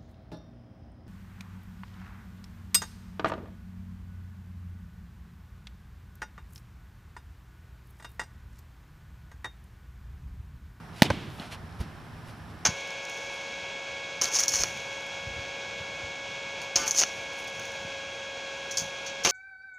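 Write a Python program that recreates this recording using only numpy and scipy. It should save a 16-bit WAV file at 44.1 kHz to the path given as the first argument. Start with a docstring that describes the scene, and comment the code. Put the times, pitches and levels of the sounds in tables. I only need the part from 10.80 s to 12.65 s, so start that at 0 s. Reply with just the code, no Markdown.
"""A park lawn among trees, the microphones a few metres from two fighters with padded foam weapons.
A hard smack is followed by a duller blow: each contact cracks the cover and briefly rings the body.
Cloth and feet swish, and a dropped shield thuds on the grass and topples.
The lawn and the tree trunks scatter the blows over a steady distant rumble."""
import sys
import numpy as np
from scipy import signal
from scipy.fft import rfft, irfft, next_fast_len
from scipy.io import wavfile

SR = 44100
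rng = np.random.default_rng(int(sys.argv[2]) if len(sys.argv) > 2 else 0)


def transcribe(u):
    """Save the signal u as a 16-bit wav file named by the first command-line argument.

    u: samples, shape (n,) or (channels, n), limited to [-1, 1]; the rate is SR.
    q: integer samples, one column per channel.
    """
    v = np.clip(np.atleast_2d(u).T, -1, 1)
    q = np.round(v * 32767).astype(np.int16)
    wavfile.write(sys.argv[1], SR, q)


N = 81585
TIME_S = np.arange(N) / SR


def undb(db):
    """Decibels to amplitude."""
    return 10 ** (np.asarray(db) / 20)


def swell(middle, half):
    """Bell curve in time; the half length is its standard deviation."""
    return np.exp(-.5 * ((TIME_S - middle) / half) ** 2)


def colour(x, points, tilt_db=0, unit=True):
    """Causal filter through (f/Hz, level/dB), tilted per octave; unit keeps the power of white noise."""
    size = 2 * next_fast_len(N)
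    octave = np.log2(np.maximum(np.fft.rfftfreq(size, 1 / SR), 1))
    hz, db = np.array(points, float).T
    gain = undb(np.interp(octave, np.log2(hz), db) + tilt_db * np.maximum(octave, np.log2(hz[0])))
    if unit:
        gain = gain / np.sqrt(np.mean(gain ** 2))
    cepstrum = irfft(np.log(gain))
    cepstrum[1:size // 2] *= 2  # fold to minimum phase
    cepstrum[size // 2 + 1:] = 0
    return irfft(rfft(x, size) * np.exp(rfft(cepstrum)))[:N]


def burst(start, db, decay):
    """Noise that starts at once and dies away."""
    age = TIME_S - start
    envelope = (age >= 0) * np.exp(-np.abs(age) / decay)
    return undb(db) * envelope * rng.choice([-1, 1], N)


def rustle(middle, db, half, grain_db=5.5):
    """A swell of tiny grains of uneven strength."""
    grains = rng.standard_normal(N) * undb(grain_db * rng.standard_normal(N))
    return undb(db) * grains / grains.std() * swell(middle, half)


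def scatter(x, spread, db, points):
    """The energy of a sound returns as diffuse noise, spread out in time."""
    power = np.abs(signal.fftconvolve(x ** 2, spread / spread.sum())[:N])
    return undb(db) * colour(np.sqrt(power) * rng.standard_normal(N), points)


def air(level_db=-44, waver_db=0.27, knots=16):
    """Distant rumble and hiss that waver slightly."""
    # the park's background: f/Hz, level/dB
    spectrum = [(15, -85), (25, -19), (104, -0.5), (129, -8), (164, -2), (193, -12), (221, -8.5),
                (253, -13), (289, -15.5), (523, -22), (741, -18), (1750, -21.5), (1900, -26.5), (5580, -39),
                (6550, -45), (9810, -45), (15500, -51.5)]
    waver = np.interp(np.arange(N), np.linspace(0, N, knots), rng.standard_normal(knots))
    return undb(level_db - waver_db * waver) * colour(rng.standard_normal(N), spectrum)


def whine(hz=5400, width_hz=250, level_db=-72):
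    """A very faint, narrow band of high hiss far away."""
    band = signal.lfilter(*signal.iirpeak(hz, hz / width_hz, fs=SR), rng.standard_normal(N))
    return undb(level_db) * band / band.std()


def park_echoes(x, lawn_t60_s=0.13, grove_t60_s=0.92, grove_build_s=0.077):
    """The lawn scatters the sharp part of a blow at once; the nearest trunks follow, then the grove."""
    # tone of each return: f/Hz, level/dB
    lawn_colour = [(100, -8), (400, -2.5), (1200, -2.5), (3000, -3), (5500, -6.5), (7200, -10),
                   (9500, -12.5), (15000, -25)]
    trunk_colour = [(60, -13), (180, 5.5), (290, 11), (380, 2.5), (500, -5), (750, 3), (1150, -18),
                    (2000, -8.5), (2800, -11), (4000, -12.5), (5500, -12), (7000, -25), (15000, -39)]
    grove_colour = [(60, 6.5), (150, 17), (260, 14.5), (400, 9), (520, -0.5), (800, 0), (1400, -2),
                    (3400, -1.5), (5500, -15), (7500, -22), (15000, -32)]
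    sharp = signal.sosfilt(signal.butter(4, 2000, "high", fs=SR, output="sos"), x)
    lawn_decay = undb(-60 * TIME_S / lawn_t60_s)
    grove_build = 1 - np.exp(-TIME_S / grove_build_s)
    grove_decay = undb(-60 * TIME_S / grove_t60_s)
    lawn = scatter(sharp, lawn_decay ** 2, db=-16, points=lawn_colour)
    trunks = scatter(x, swell(middle=.026, half=.008), db=-19, points=trunk_colour)
    grove = scatter(x, (grove_build * grove_decay) ** 2, db=-18, points=grove_colour)
    return lawn + trunks + grove


def swishes():
    """Swings, cloth and feet swish as the fighters move."""
    # moves: middle t/s, level/dB, half length/s, tilt/(dB per octave)
    moves = [(0.2, -49, 0.037, 2), (0.564, -61, 0.065, 12), (0.62, -43, 0.027, -2.5),
             (0.666, -50.5, 0.023, 0.5), (0.727, -43, 0.012, 1.5), (0.739, -44.5, 0.015, -0.5),
             (1.708, -60.5, 0.012, 2.5)]
    # their tone: f/Hz, level/dB
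    tone = [(200, -22), (700, 7), (1000, -0.5), (1400, 1.5), (3000, 2.5), (5000, -4.5), (7500, -13.5),
            (10000, -13.5), (15000, -27.5)]
    return sum(colour(rustle(middle, db, half), tone, tilt) for middle, db, half, tilt in moves)


def grass():
    """Grass crunches under the falling shield."""
    # crunches: middle t/s, level/dB, half length/s
    crunches = [(1.0115, -40, .0055), (1.013, -44, .014), (1.494, -49, 0.026)]
    # crushed grass: f/Hz, level/dB
    tone = [(200, 17.5), (600, 10), (1500, 4), (3200, 3.5), (5500, -1), (7500, -11.5), (10000, -6),
            (15000, -18)]
    return colour(sum(rustle(*row) for row in crunches), tone)


def rubs(trim_db=-2.5):
    """Friction excites one resonance: the covers scrape after the smack, then the shield slips free."""
    # scrapes: middle t/s, level before trim/dB, half length/s, centre f/Hz, width/Hz
    scrapes = [(0.260, -33, .009, 2900, 1900), (0.745, -39, .007, 1020, 260)]
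    out = 0
    for middle, db, half, hz, width in scrapes:
        b, a = signal.iirpeak(hz, hz / width, fs=SR)
        band = signal.lfilter(b, a, signal.lfilter(b, a, rng.standard_normal(N)))
        out = out + undb(db + trim_db) * band / band.std() * swell(middle, half)
    return out


def ticks():
    """The weapons' hard cores and grips click, each with its own brightness."""
    # clicks: t/s, level/dB, decay/s, tilt/(dB per octave)
    clicks = [(0.2308, -10.5, 0.00085, -3.5), (0.316, -40, .0015, 1.5), (0.502, -47, 0.003, 1.5),
              (0.598, -37, 0.0021, -3), (0.925, -51, 0.0012, 5)]
    # their tone: f/Hz, level/dB
    tone = [(300, -24), (1500, -9), (3000, 6), (4200, 10.5), (6000, -4), (7500, -12), (10000, -13),
            (15000, -32)]
    return sum(colour(burst(start, db, decay), tone, tilt) for start, db, decay, tilt in clicks)


def thumps(steepness=4.24):
    """Squeezed foam, feet and the falling shield push the air for a cycle or two."""
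    # soft contacts: t/s, f/Hz, level/dB, rise/s
    contacts = [(0.2194, 202.4, -3.5, 0.0037), (0.2976, 95.6, -19, .0105), (0.307, 216, -21.5, 0.0047),
                (0.5969, 218, -29, 0.005), (0.834, 93, -37, 0.011), (0.9935, 72, -24, .0145),
                (1.0108, 168, -27.5, .0042), (1.4826, 123, -45.5, 0.014)]
    out = 0
    for start, hz, db, rise in contacts:
        age = np.maximum(TIME_S - start, 0)
        envelope = (age / rise * np.exp(1 - age / rise)) ** steepness
        out = out - undb(db) * envelope * np.sin(2 * np.pi * hz * age)
    return out


def strike(contacts, modes, cover):
    """Each contact cracks the cover and briefly rings the padded body."""
    body, crack = 0, 0
    for start, body_db, crack_db, decay in contacts:
        age = np.maximum(TIME_S - start, 0)
        for hz, db, t60 in modes:
            body = body - undb(body_db + db - 60 * age / t60) * np.sin(2 * np.pi * hz * age)
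        crack = crack + burst(start, crack_db, decay)
    return body + colour(crack, cover)


def dull_blow():
    """The second hit: mostly padded body, with little crack."""
    # contacts: t/s, body level/dB, crack level/dB, crack decay/s
    contacts = [(0.3022, -4, -22, 0.0028), (0.3060, 0.5, -28, 0.0044)]
    # body resonances: f/Hz, level/dB, t60/s
    resonances = [(330, -25, .022), (586, -14.5, 0.018), (892, -18, 0.031), (996, -28.5, 0.039),
                  (1502, -23.5, 0.028), (2190, -33, 0.047), (3070, -41, 0.039)]
    # tone of the cover: f/Hz, level/dB
    cover = [(150, 1), (600, -5.5), (1500, -0.5), (2100, -2), (3200, -5), (6000, -13), (7500, -26),
             (9500, -21.5), (11000, -32), (15000, -33)]
    return strike(contacts, resonances, cover)


def hard_smack():
    """The first hit: a bright crack of the cover over a short ring."""
    # contacts: t/s, body level/dB, crack level/dB, crack decay/s
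    contacts = [(0.2209, 2.5, -7.5, 0.0018), (0.2243, -11, -20.5, 0.0019)]
    # body resonances: f/Hz, level/dB, t60/s
    resonances = [(677, -17, 0.029), (842, -6.5, 0.015), (991, -25, 0.049), (1930, -6, 0.014),
                  (2230, -7.5, 0.0096), (2920, -9, 0.0031), (3060, -11.5, .008), (3900, -13, 0.0022),
                  (5700, -10, 0.0017)]
    # tone of the cover: f/Hz, level/dB
    cover = [(150, -19), (450, -17), (1200, -5.5), (2000, -4), (3300, 4), (4200, -1), (6500, -1),
             (7100, -23), (9500, -10), (10600, -16.5), (15000, -9)]
    return strike(contacts, resonances, cover)


def scene(echo_side_db=-15, treble_side_db=-7, right_over_left_db=1.35):
    """The fight is nearly central; the top treble reaches the two microphones with a modest phase difference
    between them."""
    # stereo width of the background: f/Hz, side level against mid/dB
    air_width = [(60, -20.5), (110, -12), (200, -16), (380, -9.5), (700, -10.5), (1290, -8.5), (2380, -6),
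                 (4400, -13), (8120, -1), (15000, 0)]
    hits = hard_smack() + dull_blow() + thumps() + ticks()
    fight = hits + park_echoes(hits) + swishes() + grass() + rubs()
    treble = signal.sosfiltfilt(signal.butter(6, 6800, "high", fs=SR, output="sos"), fight)
    mid = fight + air() + whine()
    side = undb(echo_side_db) * park_echoes(hits)
    side += undb(treble_side_db) * signal.hilbert(treble).imag  # shifted a quarter cycle
    side += colour(air(), air_width, unit=False)
    balance = undb(right_over_left_db / 2)
    return np.array([(mid + side) / balance, (mid - side) * balance])


def record(dry, ceiling=.94, top_hz=14900):
    """Behind the microphones, the camera clips peaks at its ceiling and cuts the top treble."""
    lowpass = signal.ellip(12, .2, 90, top_hz, fs=SR, output="sos")
    return signal.sosfilt(lowpass, np.clip(dry, -ceiling, ceiling))


dry = scene()
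out = record(dry)
transcribe(out)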